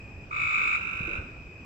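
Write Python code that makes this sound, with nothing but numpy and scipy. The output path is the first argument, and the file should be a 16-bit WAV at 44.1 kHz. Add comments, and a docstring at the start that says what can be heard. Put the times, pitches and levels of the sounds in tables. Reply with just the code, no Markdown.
"""Among trees at night, two treefrogs trill: a loud low one, then a softer, higher one that outlasts it.
Each pulse is a short upward chirp whose harmonics sweep through body resonances, the second strongest.
Leaves and trunks scatter the calls into a reverberant tail. A far chorus and the low rumble of the
night air lie behind, and a hand softly bumps and rubs a camera body."""
import sys
import numpy as np
from scipy import signal
from scipy.fft import rfft, irfft, next_fast_len
from scipy.io import wavfile
from scipy.ndimage import uniform_filter1d

SR = 44100
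rng = np.random.default_rng(int(sys.argv[2]) if len(sys.argv) > 2 else 0)


def log_audio(samples):
    """Write samples as a 16-bit WAV file to the path given in sys.argv[1]."""
    # one column per channel
    frames = np.atleast_2d(samples).T
    # limit to full scale, then quantise
    limited = np.clip(frames, -1, 1)
    pcm = np.round(limited * 32767).astype(np.int16)
    wavfile.write(sys.argv[1], SR, pcm)


N = 72765
T = np.arange(N) / SR
LEAVES_T60_S, TREES_T60_S = 0.089, 0.74


def amp(db):
    """Amplitude ratio of a level in decibels."""
    return 10 ** (np.asarray(db) / 20)


def unit(x):
    """Normalisation to an rms of 1."""
    return x / np.sqrt(np.mean(x ** 2) + 1e-20)


def by_hz(points, hz):
    """Interpolation on a logarithmic frequency axis."""
    f, value = np.transpose(points)
    return np.interp(np.log(hz + 1), np.log(f + 1), value)


def level(points):
    """Gain over time, interpolated in decibels."""
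    return amp(np.interp(T, *np.transpose(points)))


def noise(spectrum, patch_db):
    """Partially coherent noise: coloured, with drifting patches, nearly alike at both ears in the bass."""
    # likeness of the ears: f/Hz, coherence/1
    coherence = [(30, 1), (200, 0.97), (500, 0.84), (1000, 0.2), (3000, 0), (12000, 0.034)]
    # left ear over right: f/Hz, level/dB
    balance = [(40, -2.2), (90, -2), (170, 0), (700, -1.5), (2000, -1), (4500, 3), (12000, 6)]
    hz = np.fft.rfftfreq(2048, 1 / SR)
    a, b, c, d, patches = rng.standard_normal((5, N // 512 + 5, len(hz)))
    same = np.clip(by_hz(coherence, hz), -1, 1)
    left = a + 1j * b
    right = same * left + np.sqrt(1 - same ** 2) * (c + 1j * d)
    pan = amp(by_hz(balance, hz) / 2)
    patches = unit(uniform_filter1d(uniform_filter1d(patches, size=6, axis=0), size=14, axis=1))
    frames = np.array([left * pan, right / pan]) * amp(by_hz(spectrum, hz) + patch_db * patches)
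    return unit(signal.istft(frames.transpose(0, 2, 1), nperseg=2048, noverlap=1536)[1][:, :N])


def night_air():
    """Broadband ambient noise: a low rumble under a faint hiss."""
    # spectral density: f/Hz, relative level/dB
    spectrum = [(20, -22), (50, 0), (100, -2.5), (170, -8.5), (350, -13.5), (600, -19), (950, -24.5),
                (1500, -27), (2000, -26.5), (2800, -27.5), (3400, -39), (4300, -42), (5100, -36.5),
                (5450, -46), (5800, -36.5), (6500, -50), (7600, -44.5), (8500, -61.5), (10000, -100),
                (13000, -54), (16000, -66)]
    return amp(-45.5) * noise(spectrum, patch_db=1.5)


def chirps(t, times, pitches, gains, rise_s, fall_s, glide_per_s):
    """Linear frequency modulation: envelope, phase and pitch of a train of rising pulses."""
    k = np.searchsorted(times + fall_s, t).clip(0, len(times) - 1)
    from_peak = t - times[k]
    progress = np.where(from_peak < 0, from_peak / rise_s, from_peak / fall_s)
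    envelope = gains[k] * np.cos(np.pi / 2 * np.clip(progress, -1, 1))
    phase = 2 * np.pi * pitches[k] * (from_peak + glide_per_s * from_peak ** 2 / 2)
    return envelope, phase, pitches[k] * (1 + glide_per_s * from_peak)


def scatter(x, t60_s, gap_s=0.0033):
    """Multiple scattering by leaves and trunks: a decaying random response, independent at each ear."""
    t = np.arange(SR // 2) / SR
    response = rfft(rng.standard_normal((2, len(t))) * amp(-60 * t / t60_s) * (t > gap_s))
    response /= np.sqrt(uniform_filter1d(abs(response) ** 2, size=60, axis=1))  # unit mean power gain
    return signal.fftconvolve(x, irfft(response)[:, :SR // 3], axes=1)[:, :x.shape[1]]


def far_chorus(count=3, pitch_hz=1254.7, period_s=0.018):
    """Superposition of far frogs, each at its own rate and pitch, blurred by the trees."""
    # loudness of the chorus: t/s, level/dB
    loudness = [(0, -48.5), (.1, -50.5), (.17, -52.5), (.23, -49.5), (.29, -54.5), (.8, -44.5),
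                (1.3, -50.5), (1.42, -51.5), (1.52, -50.5), (1.65, -52)]
    # harmonics from the fundamental up: relative level/dB
    harmonics = [-24, 7.5, -31.5, -20.5, -40.5, -23]
    t = np.arange(-SR // 2, N) / SR  # an early start lets the reverberation build
    calls = 0
    for rank, (slower, detune, offset) in enumerate(rng.uniform(-1, 1, (count, 3))):
        times = np.arange(-1, 2, period_s * (1 + 0.046 * slower)) + offset * period_s
        drift, loud = rng.standard_normal((len(times), 2)).T
        pitches = pitch_hz * (1 + 0.016 * detune + 0.0066 * drift)
        gains = amp(2 * loud - 2.7 * rank)
        envelope, phase, _ = chirps(t, times, pitches, gains, rise_s=0.009, fall_s=0.006, glide_per_s=6)
        calls += sum(amp(db) * envelope * np.sin(k * phase) for k, db in enumerate(harmonics, 1))
    blurred = calls + scatter(calls[None], TREES_T60_S)
    return level(loudness) * unit(blurred[:, -N:])


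def hand_bumps():
    """Impact excitation: each bump of the hand sets off a heavily damped oscillation."""
    # bumps: t/s, envelope peak level/dB, f/Hz, time constant/s
    bumps = [(0.225, -32.5, 102.6, 0.0025), (1.005, -27.5, 131, 0.0023), (1.076, -38, 333.7, 0.0069),
             (1.186, -27, 77.6, 0.0058), (1.336, -36, 96.5, 0.0022)]
    out = np.zeros(N)
    for start, db, hz, tau in bumps:
        age = np.maximum(T - start, 0)
        out += amp(db) * age / tau * np.exp(1 - age / tau) * np.sin(2 * np.pi * hz * age)
    return out


def trill(voice, pulse, count, start_s, period_s, slowing_s, hz, flat, settle_s, soft_db, swell_s,
          left_lead_s):
    """Source and filter: harmonics sweep through body resonances. Gives direct and foliage-bound sound."""
    n = np.arange(count)
    late, sharp, loud = rng.standard_normal((count, 3)).T
    age = n * period_s + slowing_s * n * (n - 1) / 2  # each period is slowing_s longer than the last
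    times = start_s + age + 0.00006 * late
    pitches = hz * (1 - flat * np.exp(-age / settle_s) + 0.008 * sharp)  # starts flat, rises to pitch
    gains = amp(1.3 * loud)
    ears = [chirps(T + lead, times, pitches, gains, **pulse) for lead in (left_lead_s, 0)]
    envelope, phase, pitch = np.stack(ears, axis=1)
    effort_db = soft_db * np.exp(-np.maximum(T - start_s, 0) / swell_s)
    flutter = unit(signal.sosfilt(signal.butter(N=2, Wn=390, fs=SR, output="sos"), rng.standard_normal(N)))
    rasp = 1 + amp(-17.5) * flutter
    direct, to_foliage = np.zeros((2, 2, N))
    for k, (centre, width, *ear_db) in enumerate(voice, 1):
        resonance = 1 / (1 + 2 * ((k * pitch - centre) / width) ** 2) ** 2
        swell = amp(effort_db * (0.34 if k == 1 else 1))  # the fundamental swells least
        partial = envelope * resonance * swell * np.sin(k * phase) * rasp
        direct += amp(ear_db[:2])[:, None] * partial
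        to_foliage += amp(ear_db[2:])[:, None] * partial
    return direct, to_foliage


def foliage(x, echo_s, echo_db, tail_db):
    """Reflection and reverberation: an echo (left, right), quick scatter from leaves, a tail from trees."""
    size = next_fast_len(N + 2048)
    delay = np.exp(-2j * np.pi * np.outer(echo_s, np.fft.rfftfreq(size, 1 / SR)))
    echo = irfft(rfft(x, size) * delay, size)[:, :N]
    return amp(echo_db) * echo + scatter(x, LEAVES_T60_S) + amp(tail_db) * scatter(x, TREES_T60_S)


def low_frog():
    """Resonant pulse train: a loud, low trill with a strong early reflection."""
    # body resonance per harmonic: f/Hz, width/Hz, level/dB (direct left, right; scattered left, right)
    voice = [(1430, 780, -29, -23.5, -35.5, -32), (2368, 351, -20, -26, -17.5, -16.5),
             (3650, 580, -45.5, -52, -41.5, -46), (4490, 1800, -56.5, -61.5, -54, -56.5),
             (6400, 2700, -60, -82, -58, -63.5), (7330, 590, -45, -60.5, -46, -56)]
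    pulse = dict(rise_s=0.0095, fall_s=0.0042, glide_per_s=28)
    direct, to_foliage = trill(
        voice, pulse, count=25, start_s=0.315, period_s=0.0175, slowing_s=0.000067,
        hz=1309, flat=0.022, settle_s=0.087, soft_db=-13.5, swell_s=0.034, left_lead_s=0.000439)
    return direct + foliage(to_foliage, echo_s=(0.0063, 0.0102), echo_db=-5.5, tail_db=-6.5)


def high_frog():
    """Resonant pulse train: a softer, higher, longer trill with a larger share of reverberation."""
    # body resonance per harmonic: f/Hz, width/Hz, level/dB (direct left, right; scattered left, right)
    voice = [(1626, 647, -37.5, -38, -34.5, -33), (2468, 426, -31, -23, -32, -30),
             (3770, 500, -58, -64.5, -49.5, -55), (5300, 700, -72, -68, -68.5, -61.5),
             (6260, 460, -55.5, -63, -62, -64.5), (7400, 670, -67, -82, -59.5, -101.5),
             (8680, 350, -66.5, -106, -61.5, -80)]
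    pulse = dict(rise_s=0.025, fall_s=0.0066, glide_per_s=30.4)
    direct, to_foliage = trill(
        voice, pulse, count=35, start_s=0.5025, period_s=0.01935, slowing_s=0.000031,
        hz=1345, flat=0.042, settle_s=0.08, soft_db=-12.5, swell_s=0.063, left_lead_s=0.00026)
    return direct + foliage(to_foliage, echo_s=(0.0083, 0.0105), echo_db=-14.5, tail_db=-0.5)


def hand_rub():
    """Friction noise: the hand slides briefly over the camera body."""
    # loudness of the rub: t/s, level/dB
    loudness = [(.98, -82), (1.01, -41), (1.06, -48), (1.09, -40.5), (1.15, -43), (1.21, -43.5),
                (1.27, -57), (1.4, -70)]
    # spectral density: f/Hz, relative level/dB
    spectrum = [(20, -3.5), (45, -1), (100, -8.5), (200, -12.5), (340, -12), (480, -12), (800, -28),
                (1500, -26), (5000, -83.5)]
    return level(loudness) * noise(spectrum, patch_db=2.0)


def scene():
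    """Linear superposition of all sources at the two ears."""
    return low_frog() + high_frog() + far_chorus() + hand_bumps() + hand_rub() + night_air()


def record(dry):
    """Band limiting by a linear-phase low-pass filter."""
    lowpass = signal.firwin(511, cutoff=15700, window=("kaiser", 9), fs=SR)
    return signal.oaconvolve(dry, lowpass[None], "same")


dry = scene()
out = record(dry)
log_audio(out)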